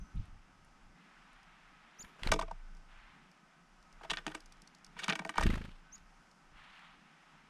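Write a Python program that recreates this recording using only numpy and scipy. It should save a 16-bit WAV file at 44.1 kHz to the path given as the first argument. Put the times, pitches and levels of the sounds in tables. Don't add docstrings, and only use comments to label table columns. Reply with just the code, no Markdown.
import sys
import numpy as np
from scipy import signal
from scipy.fft import rfft, irfft, next_fast_len
from scipy.io import wavfile
from scipy.ndimage import map_coordinates

SR = 44100
rng = np.random.default_rng(int(sys.argv[2]) if len(sys.argv) > 2 else 0)


def to_wav(sig):
    pcm = np.clip(np.atleast_2d(sig), -1, 1) * 32767
    pcm = np.round(pcm).astype(np.int16)
    wavfile.write(sys.argv[1], SR, pcm.T)


N = 330377
TIME_S = np.arange(N) / SR

# start in seconds, level in dB, knock and bright offsets in dB,
# knock centre in Hz, scratch centre in Hz, slide in seconds.
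CONTACTS = [(2.3163, -17, 0.5, -6, 946, 2320, 0.00039), (2.3179, -15, 1.5, -4.5, 1110, 2200, 0),
            (2.321, -18.5, 0.5, -10.5, 950, 1920, 0.00045), (2.3334, -26, -7, -7.5, 580, 1540, 0),
            (2.3375, -27, 0, -2.5, 643, 3490, 0.00027), (2.3586, -40.5, 14.5, -3, 472, 2270, 0.0011),
            (2.39, -25.5, 4, -12.5, 1020, 1530, 0.00067), (2.3954, -37, -7, 0, 670, 1560, 0),
            (2.412, -30, 0, -13, 970, 2290, 0), (2.4211, -33, -4, -9, 653, 1570, 0),
            (2.4244, -37, 8, -13, 950, 1540, 0.0029), (2.4787, -45.5, 6, -19, 930, 2300, 0.0014),
            (2.5097, -41, 12.5, -7.5, 900, 1610, 0.0011), (4.007, -52.5, 15.5, -23, 950, 1540, 0.0032),
            (4.0343, -40, -2, -19, 920, 1530, 0), (4.0443, -39, 2, -14, 865, 2140, 0.0033),
            (4.0988, -19, -26, -17.5, 1170, 1720, 0.00063), (4.105, -26.5, -7, -4.5, 895, 3220, 0.00047),
            (4.112, -24.5, -2.5, -7.5, 1080, 3470, 0.0004), (4.132, -21, -10, -16.5, 1070, 1860, 0.0015),
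            (4.171, -27.5, -9, -21, 1130, 1770, 0.0001), (4.1793, -26, -8, -32.5, 1170, 1510, 0.0019),
            (4.2655, -24.5, -3.5, -9.5, 1380, 1530, 0.00013), (4.2752, -31.5, -1, -11, 692, 2310, 0.0017),
            (4.3, -41, -2, -14, 409, 1610, 0.000066), (4.3154, -35, -9, -25.5, 428, 1530, 0.00085),
            (4.347, -29, -4, -4, 1300, 2356, 0.00098), (4.9626, -43.5, 3.5, -24, 1140, 1770, 0.0045),
            (4.9872, -28.5, -14, -6.5, 1110, 1740, 0.005), (5.0255, -36.5, -2, -20, 1110, 3520, 0.0069),
            (5.033, -27, -14, -16, 1170, 3480, 0.00077), (5.041, -25.5, -12, -4.5, 1170, 3630, 0.00037),
            (5.0587, -40, -4, -23, 1230, 1520, 0.0004), (5.081, -21, -5.5, -11, 1245, 1820, 0.000011),
            (5.091, -21, -28, -33, 1400, 2640, 0.00028), (5.097, -22, -7, -7.5, 1280, 2640, 0),
            (5.1016, -16.5, -7.5, -24, 1277, 1420, 0.0021), (5.118, -40.5, 8.5, -12, 664, 1540, 0.0065),
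            (5.1247, -27, -12, -33, 1390, 2620, 0), (5.1307, -24.5, -10, -20, 935, 1550, 0.00039),
            (5.1539, -26, -6, -7, 1230, 2190, 0.00016), (5.171, -50.5, 8, -21, 934, 2260, 0.032),
            (5.191, -28, -1.5, -9.5, 930, 2140, 0.00025), (5.216, -43.5, 4.5, -15, 630, 2220, 0.002),
            (5.249, -29.5, -2, -11, 690, 2020, 0.0002), (5.2614, -49.5, 13, 1, 660, 1520, 0.00029),
            (5.2737, -45, -16, -5.5, 620, 1470, 0), (5.2924, -22, -6, -12.5, 950, 1880, 0.00077),
            (5.337, -38, -5, -30, 977, 1880, 0.0024), (5.3538, -33, -1.5, -14, 1230, 1890, 0.0028),
            (5.368, -33, -12, -32, 877, 2220, 0.001), (5.3792, -16, -0.5, -13, 1150, 1580, 0.00049),
            (5.3944, -33, -4, -30.5, 616, 1520, 0.011), (5.407, -21, 0.5, -8.5, 653, 1450, 0.0022),
            (5.4254, -24.5, -4.5, -17, 625, 2200, 0.00024), (5.4334, -26, -24.5, -3, 958, 2320, 0.00025)]
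# start in seconds, level in dB, centre in Hz.
FOOTFALLS = [(2.334, -21, 410), (2.3577, -30, 302), (2.3951, -37, 298), (2.4271, -40, 398),
             (2.5124, -61, 302), (4.1115, -36, 290), (4.2643, -27, 333), (4.275, -36.5, 400),
             (4.347, -41, 315), (5.034, -61.5, 300), (5.081, -29, 228), (5.1177, -35.5, 262),
             (5.1579, -38.5, 256), (5.1919, -36, 206), (5.2911, -39, 200), (5.424, -36, 249),
             (5.4329, -33.5, 302)]
# centre in Hz, width in Hz, gain in dB at landing, hop and take-off.
TRAY_MODES = [(85, 3, 5, -6, -18), (152.7, 11, -4.5, -4, -3.5), (191.5, 26.7, -8, -6.5, -4),
              (313, 19.4, -6.5, -1.5, 0.5), (441, 37, -3.5, -7, -2), (660, 27.6, 3.5, -2.5, 0),
              (780, 58, -10, -3.5, -5), (950, 105, -3.5, -4, -3), (1210, 67, -2, -4, -3),
              (1530, 77, -6, -3, -1.5), (1855, 53, -10.5, -4, -4), (2270, 112, -2, -7, -3),
              (2980, 650, -14.5, -10, -13.5), (3480, 130, -2, -1.5, -4.5), (4200, 99, -25, -32, -23),
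              (5140, 120, -2.5, -3, -4.5), (6330, 340, -17, -22, -20), (8100, 117, -41, -13.5, -13.5)]
# time in seconds, flick, downwash and slap levels
# in dB, length factor (braking above 1.15).
STROKES = [(2, -51, -63, -50.5, 1.21), (2.04, -46, -51, -48.5, 1.1), (2.2262, -46, -37, -31, 1.25),
           (2.2659, -30, -25, -28.5, 1.55), (2.308, -33, -27.5, -72, 0.9), (5.389, -42, -28.5, -37.5, 1.08),
           (5.4249, -42, -23.5, -35, 1.07)]
# full-level time, 60 dB rise, hold and 60 dB fall in seconds,
# level in dB.
BRUSHES = [(2.0, 0.3, 0.089, 0.37, -60), (2.293, 0.28, 0.0069, 0.059, -36), (2.32, .05, 0.024, 0.8, -61),
           (4.03, 0.32, 0.014, 0.44, -55.5), (4.11, 0.11, 0.03, 0.23, -47), (4.176, .03, .017, .06, -52),
           (4.2, .05, 0.023, .2, -57.5), (4.29, 0.185, 0.04, 0.37, -49.5), (4.986, 0.093, 0.049, 0.31, -49),
           (5.07, 0.44, 0.075, 0.22, -52), (5.2, .3, .13, .5, -59.5), (5.37, 0.25, 0.042, .2, -46.5),
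           (5.47, 0.22, 0.043, 0.62, -45)]
SWISHES = [(.175, 0.1, 0.065, 0.3, -69.5), (2.236, .03, .07, .1, -64), (4.99, 0.094, 0.049, 0.17, -50.5),
           (5.44, .2, 0.081, 0.89, -57), (6.58, .15, 0.23, 0.99, -66)]
# start in seconds, level in dB, pitch in Hz.
SHELL_CRACKS = [(4.1, -23, 1900), (4.1064, -14.5, 3220), (4.1719, -18, 3300), (4.266, -21.5, 1530),
                (5.033, -43, 3300), (5.0818, -26, 1610), (5.2933, -22.5, 1510), (5.0927, -13, 2720),
                (5.0972, -16, 2600), (5.1038, -14, 2350), (5.1249, -16, 2740)]
# start in seconds, level in dB.
HUSK_TICKS = [(1.43, -58.5), (2.748, -59), (2.768, -57), (3.314, -55.5), (3.826, -57.5), (3.926, -53.5),
              (4.404, -46), (4.459, -47.5), (4.522, -45), (4.569, -64), (4.6185, -45.5), (4.674, -46.5),
              (4.748, -47.5), (4.784, -60.5), (4.845, -43), (4.8644, -49.5), (5.953, -55), (5.9788, -54),
              (6.313, -56.5), (6.792, -59)]
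THIN_TICKS = [(.155, -65), (.255, -63.5), (0.647, -61), (1.33, -62.5), (4.161, -53), (4.291, -57),
              (4.3155, -56), (5.119, -53), (5.306, -56)]
# start and climb in seconds, top in Hz, level in dB, overtone offset in dB,
# level change over the drop in dB, start pitch over top pitch, exponent that flattens the climb.
CHIRPS = [(1.984, .04, 7060, -48.5, -23, -5, .7, 1.8), (5.917, .0415, 6820, -51, -33, -17, .74, 1.8),
          (.17, .012, 4050, -67, -50, -30, .68, 1.6)]
# full-level time, hold and 60 dB fall in seconds, level in dB.
SWAYS = [(2.313, 0.059, 0.4, -33), (2.4247, 0.28, 1.24, -44.5), (4.1, .01, 1.5, -47.5),
         (5.714, 0.033, 0.6, -49.5)]
PASSES = [(.98, 1.2, 8, -63), (2.92, 0.1, 2.59, -59), (3.9, 1, 6, -66), (5.95, 0.032, 1.5, -65.5),
          (6.582, 0.24, 1.6, -58), (7, 0.54, 3.4, -64)]
# time in seconds, level in dB.
BREEZE = [(0, -61.5), (.9, -57), (1.05, -80), (1.3, -70.5), (2.6, -70), (2.95, -55), (3.1, -66), (3.4, -77),
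          (3.75, -65), (4.5, -67.5), (5.8, -68), (6.1, -63.5), (6.4, -77), (6.55, -57.5), (6.8, -71),
          (7, -77.5), (7.49, -71)]
# full-level time and hold in seconds, level in dB.
GUSTS = [(0, 0.028, -44.5), (.15, 0.05, -37.5), (.21, 0.167, -53.5)]
# centre in Hz, distance to -60 dB in Hz, level in dB.
DRONES = [(1277, 94, -75.5), (1520, 48, -77.5)]

# frequency in Hz, relative level in dB.
SCRATCH_EQ = [(60, -31), (300, -10.5), (1000, -19.5), (4000, 0.5), (9000, -7.5), (13000, -30), (16000, -65)]
SLAP_EQ = [(200, -120), (500, -13), (1500, 8.5), (3000, -1), (5000, -12.5), (9000, -21.5), (14000, -23.5),
           (16000, -120)]
SNAP_EQ = [(300, -120), (800, -2), (1600, -4.5), (2800, 6), (4200, -3), (6000, -15), (10000, -20.5),
           (14000, -38), (16000, -120)]
BRUSH_EQ = [(150, -120), (350, 3), (700, -2.5), (1500, 0), (3300, -12.5), (5000, -17.5), (9000, -23.5),
            (14000, -36), (16000, -120)]
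WIND_EQ = [(12, -16), (28, 1), (60, -21.5), (120, -22.5), (300, -39), (500, -120)]
GUST_EQ = [(15, -1.5), (40, 0.5), (110, -9.5), (220, -19), (400, -42.5), (600, -120)]
ROAD_EQ = [(53, -45), (90, -40.5), (113, -40), (139, -2.5), (167, 1.5), (216, -2), (379, -14), (600, -27.5),
           (780, -43.5), (1320, -120)]
RUSH_EQ = [(350, -120), (550, -17), (800, -2.5), (1300, 1), (2000, -0.5), (2900, -5), (3600, -10),
           (4300, -15.5), (5200, -29), (7000, -120)]
HISS_EQ = [(180, -32), (300, -3), (437, -8), (788, 2), (991, -1.5), (1250, -1), (1420, -1.5), (1540, -4),
           (1730, -15.5), (3730, -22), (5010, -9.5), (9960, -23), (12300, -32), (13200, -39.5),
           (15000, -57)]
MIC_EQ = [(20, -1.5), (12000, -2), (14000, -3), (15000, -12), (15600, -32)]
SIDE_EQ = [(250, -71.5), (500, -65), (1000, -80), (4000, -36.5), (9000, -30), (14000, -0.5)]
FLAP_EQ = [(150, -60), (280, 0), (450, 0), (700, -8.5), (1000, -57)]
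WAKE_EQ = [(50, -32.5), (120, -2), (250, -2), (400, -19), (700, -60)]
TICK_EQ = [(1000, -53), (3500, -2.5), (6000, 0), (11000, -4.5), (15000, -31)]
HIGH_HISS_EQ = [(7500, -120), (8800, -5), (12000, -6), (14000, -15), (15000, -120)]

PERCH_SPANS_S = [(0, 3.5), (3.5, 4.9), (4.9, 8)]
GRIP_RISE_S, GRIP_S, KNOCK_S, BRIGHT_LAG_S = 0.00009, 0.0038, 0.0047, 0.001001
DEPART_S, BEAT_S, DULL_S, DULL_HZ = 5.4588, 0.0376, 0.58, 4600
SNAP_S, SLAP_S, OPENING_S = 0.0013, 0.0019, 0.00031
SHELL_TOP_HZ, HUSK_HZ, THIN_TICK_HZ = 6000, 4900, 9400
DROP_S, END_PITCH_RATIO, HIGH_HISS_FALL_S, TREES_T60_S = 0.008, 0.64, 0.33, 0.24
ROAD_DB, RUSH_FLOOR_DB, HISS_DB = -68.5, -68.5, -69
BAND_LIMIT_HZ = 15600


def claws():
    thud, knock, scratch, bright = np.zeros((4, N))
    for s, db, knock_db, bright_db, knock_hz, scratch_hz, slide_s in CONTACTS:
        spray = burst(GRIP_S + 1.457 * slide_s, GRIP_RISE_S + slide_s, spiky_db=3, snap=8.9)
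        early = spray * np.exp(-TIME_S[:len(spray)] / (KNOCK_S + slide_s))
        early *= np.linalg.norm(spray) / np.linalg.norm(early)
        add(thud, s, amp(db + knock_db - 11.5) * spray)
        add(knock, s, amp(db + knock_db) * (resonate(early, knock_hz, q=2.2) + 0.3 * early + 0.2 * spray))
        add(scratch, s, amp(db) * (resonate(spray, scratch_hz, q=2.2) + 0.3 * spray))
        add(bright, s + BRIGHT_LAG_S, amp(db + bright_db) * spray)
    for s, db, hz in FOOTFALLS:
        push = burst(0.0053, GRIP_RISE_S, spiky_db=3.5, snap=4.5)
        add(thud, s, amp(db + 2) * resonate(push, hz, q=1.5))
    return (amp(25.5) * filtered(thud, lambda hz: highpass(hz, 128) * lowpass(hz, 450) ** 2)
            + amp(18) * filtered(knock, lambda hz: highpass(hz, 537) * lowpass(hz, 1325) ** 2)
            + amp(14) * filtered(scratch, lambda hz: highpass(hz, 1550) * lowpass(hz, 3600))
            + amp(14.5) * filtered(bright, lambda hz: highpass(hz, 3750) ** 2))


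def tray(force):
    def response(hz, perch):
        modes = sum((-1) ** k * amp(db[perch]) * 1j * hz * width / (centre**2 - hz**2 + 1j * hz * width)
                    for k, (centre, width, *db) in enumerate(TRAY_MODES))
        return modes + 0.21 * eq_gain(SCRATCH_EQ, hz)

    return sum(filtered(force * (TIME_S >= start_s) * (TIME_S < end_s), lambda hz: response(hz, perch))
               for perch, (start_s, end_s) in enumerate(PERCH_SPANS_S))


def departure():
    first_db, loss_db = np.array([(-16.5, -18, -31.5), (4.5, 5.5, 5)])
    for k in range(8):
        glide_db = 12 * (k == 7)
        scatter_db = rng.normal(0, 1.1, 3) * (k > 1)
        levels_db = first_db - loss_db * k / (1 + 0.03 * k) - glide_db + scatter_db
        yield DEPART_S + k * BEAT_S, *levels_db, 0.97, -43.5 - k - 8 * (k > 5)


def wings_and_swishes():
    t = np.arange(-SR // 50, SR // 15) / SR

    def bump(at_s, width_s):
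        return np.exp(-0.5 * ((t - at_s) / width_s) ** 2)

    air, slap, snap, flap = np.zeros((4, N))
    add(air, 2.307 + t[0], amp(-28) * bump(0, 0.0039))
    feathers = noise(SLAP_EQ)
    dull = filtered(feathers, lambda hz: 1 / (1 + (hz / DULL_HZ) ** 4))
    feathers += np.clip((TIME_S - DEPART_S) / DULL_S, 0, 1) * (dull - feathers)
    strokes = [(*row, row[3] - 25) for row in STROKES] + list(departure())
    for s, flick_db, wash_db, slap_db, length, opening_db in strokes:
        widen = 1 + 0.08 * max(s - DEPART_S, 0) / BEAT_S
        flick = bump(0, 0.0008 * widen) - 0.6 * bump(0.002 * widen, 0.0007 * widen)
        flick += 0.25 * bump(0.0046, 0.001) - 0.2 * bump(0.007, 0.0008)
        suction = bump(0.017 * length, 0.0024 * length) + 0.15 * bump(0.022 * length, 0.007)
        braking = length > 1.15
        if braking:
            push = 0.7 * bump(0.001, 0.0013) + 0.55 * bump(0.007, 0.004)
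            closing = bump(0.0078, np.where(t < 0.0078, SNAP_S / 2, SNAP_S)) + 0.07 * bump(0.014, 0.0086)
        else:
            push = 0.25 * bump(-0.006, 0.003) + 0.25 * bump(0.004, 0.005) + 0.5 * bump(0.0095, 0.0014)
            closing = bump(0.0083, SLAP_S * widen) + 0.2 * bump(0.014, 0.0086)
        start_s = s + t[0]
        add(air, start_s, amp(flick_db) * flick + amp(wash_db) * (push - suction))
        add(snap if braking else slap, start_s, amp(slap_db) * closing)
        add(snap, start_s, amp(opening_db) * bump(-0.0052, OPENING_S))
        add(flap, start_s, amp(flick_db - 20) * bump(0.0042, 0.0037))
    brush = np.max([held(*row) for row in BRUSHES], axis=0) * amp(-6 + 5.2 * wobble(120))
    swish = sum(held(*row) for row in SWISHES) * amp(2.8 * wobble(90))
    wake = held(DEPART_S, 0.06, 0.018, 0.56, db=-42) * noise(WAKE_EQ)
    return (air + wake + slap * feathers + (snap + swish) * noise(SNAP_EQ)
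            + flap * noise(FLAP_EQ) + brush * noise(BRUSH_EQ))


def shells():
    cracks = np.zeros(N)
    for s, db, hz in SHELL_CRACKS:
        cycles = hz * TIME_S[:SR // 100]
        add(cracks, s, amp(db + 16) * cycles * np.exp(-2.6 * cycles) * np.sin(2 * np.pi * cycles))
    return filtered(cracks, lambda hz: 1 / (1 + (hz / SHELL_TOP_HZ) ** 6))


def beak():
    ticks = np.zeros(N)
    for rows, centre_hz in (HUSK_TICKS, HUSK_HZ), (THIN_TICKS, THIN_TICK_HZ):
        for s, db in rows:
            spray = burst(0.0037, 0.00067, spiky_db=1.5, snap=0)
            ring = resonate(spray, centre_hz * np.exp(rng.normal(0, 0.013)), q=3.5)
            add(ticks, s, amp(db + 3.5) * (ring + 0.3 * spray))
    return filtered(ticks, lambda hz: eq_gain(TICK_EQ, hz))


def calls():
    voice, high_hiss = np.zeros(N), noise(HIGH_HISS_EQ)
    for s, climb_s, top_hz, db, overtone_db, drop_db, start_ratio, flatten in CHIRPS:
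        up = np.clip((TIME_S - s) / climb_s, 0, 1)
        down = np.clip((TIME_S - s - climb_s) / DROP_S, 0, 1)
        climb = (1 - start_ratio) * (1 - (1 - up ** 0.7) ** flatten)
        drop = (1 - END_PITCH_RATIO) * (1 - (1 - down) ** 2)
        jitter = 1 + (0.0045 + 0.043 * down) * wobble(900)
        phase = 2 * np.pi * np.cumsum(top_hz * (start_ratio + climb - drop) * jitter) / SR
        whistle = np.sqrt(2) * (np.sin(phase) + amp(overtone_db) * np.sin(2 * phase))
        level = held(s + 0.3 * climb_s, 0.8 * climb_s, 0.7 * climb_s + DROP_S - 0.002, 0.012, db)
        hiss_level = held(s + climb_s / 4, climb_s, climb_s, HIGH_HISS_FALL_S, db + overtone_db - 1)
        voice += level * amp(drop_db * down ** 0.4) * whistle + hiss_level * high_hiss
    return voice + amp(-70.5 - 60 * TIME_S / 0.84) * noise([(5750, -40), (6050, 0), (6350, -40)])


def trees(voice):
    echo = rng.standard_normal(SR // 3) * amp(-60 * TIME_S[:SR // 3] / TREES_T60_S)
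    return voice + amp(-20) * signal.fftconvolve(voice, echo / np.linalg.norm(echo))[:N]


def sway(hz=26.43, rise_s=0.023):
    return sum(held(s, rise_s, *rest) * np.sin(2 * np.pi * hz * (TIME_S - s)) for s, *rest in SWAYS)


def gusts(rise_s=0.044, fall_s=0.12):
    level = sum(held(s, rise_s, hold_s, fall_s, db) for s, hold_s, db in GUSTS)
    return level * amp(1.6 * wobble(30)) * noise(GUST_EQ)


def drones():
    lower, upper = (amp(db + 2 * wobble(2.23)) * noise([(hz - skirt, -60), (hz, 0), (hz + skirt, -60)])
                    for hz, skirt, db in DRONES)
    return lower + upper * (1 + held(5.8, 0.21, 0.26, 0.99, db=2.03))


def yard():
    wind = amp(np.interp(TIME_S, *np.transpose(BREEZE)) + 3 * wobble(8))
    road = amp(ROAD_DB + 1.5 * wobble(12) + 2 * wobble(5))
    passing = np.max([held(s, 0.41, *rest) for s, *rest in PASSES], axis=0)
    rush = passing.clip(amp(RUSH_FLOOR_DB)) * amp(0.7 * wobble(11))
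    return (wind * noise(WIND_EQ) + road * noise(ROAD_EQ) + rush * noise(RUSH_EQ)
            + amp(HISS_DB + 0.64 * wobble(4.9)) * noise(HISS_EQ))


def burst(length_s, rise_s, spiky_db, snap):
    t = TIME_S[:SR // 10]
    lumps = np.repeat(rng.standard_normal(len(t) // 16 + 1), 16)[:len(t)]
    decay = np.exp(-(t / length_s) ** 2) + 0.1 * np.exp(-t / (4.6 * length_s))
    shape = decay * (1 - np.exp(-t / rise_s))
    grit = amp(spiky_db * lumps) * shape * rng.standard_normal(len(t))
    grit *= np.linalg.norm(shape) / np.linalg.norm(grit)
    grit[2] += snap * np.exp(-rise_s / 0.001)
    return grit


def held(s, rise_s, hold_s, fall_s, db):
    t = TIME_S - s
    ramp = np.minimum(t / rise_s, (hold_s - t) / fall_s).clip(max=0)
    return amp(np.maximum(db + 60 * ramp, -200))


def amp(db):
    return 10 ** (np.asarray(db) / 20)


def eq_gain(eq, hz):
    knots_hz, db = np.transpose(eq)
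    return amp(np.interp(np.log(hz + 1), np.log(knots_hz + 1), db))


def lowpass(hz, corner_hz):
    return 1 / (1 + 1j * np.sqrt(2) * hz / corner_hz - (hz / corner_hz) ** 2)


def highpass(hz, corner_hz):
    return -(hz / corner_hz) ** 2 * lowpass(hz, corner_hz)


def resonate(x, hz, q):
    return signal.lfilter(*signal.iirpeak(hz, q, SR), x)


def filtered(x, response):
    size = next_fast_len(N + SR // 2)
    return irfft(rfft(x, size) * response(np.fft.rfftfreq(size, 1 / SR)), size)[..., :N]


def noise(eq):
    x = filtered(rng.standard_normal(N), lambda hz: eq_gain(eq, hz))
    return x / np.sqrt(np.mean(x ** 2) + 1e-20)


def wobble(knots_per_s):
    return map_coordinates(rng.standard_normal(int(N * knots_per_s / SR) + 4), [TIME_S * knots_per_s])


def add(track, s, sound):
    part = track[max(round(s * SR), 0):][:len(sound)]
    part += sound[:len(part)]


def scene():
    background = gusts() + drones() + yard()
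    foreground = wings_and_swishes() + tray(claws()) + sway() + shells() + beak() + trees(calls())
    return np.tile(background + foreground, (2, 1))


def record(dry):
    side = filtered(dry[0], lambda hz: 1j * eq_gain(SIDE_EQ, hz))
    return filtered(dry + [side, -side], lambda hz: eq_gain(MIC_EQ, hz) * (hz < BAND_LIMIT_HZ))


dry = scene()
out = record(dry)
to_wav(out)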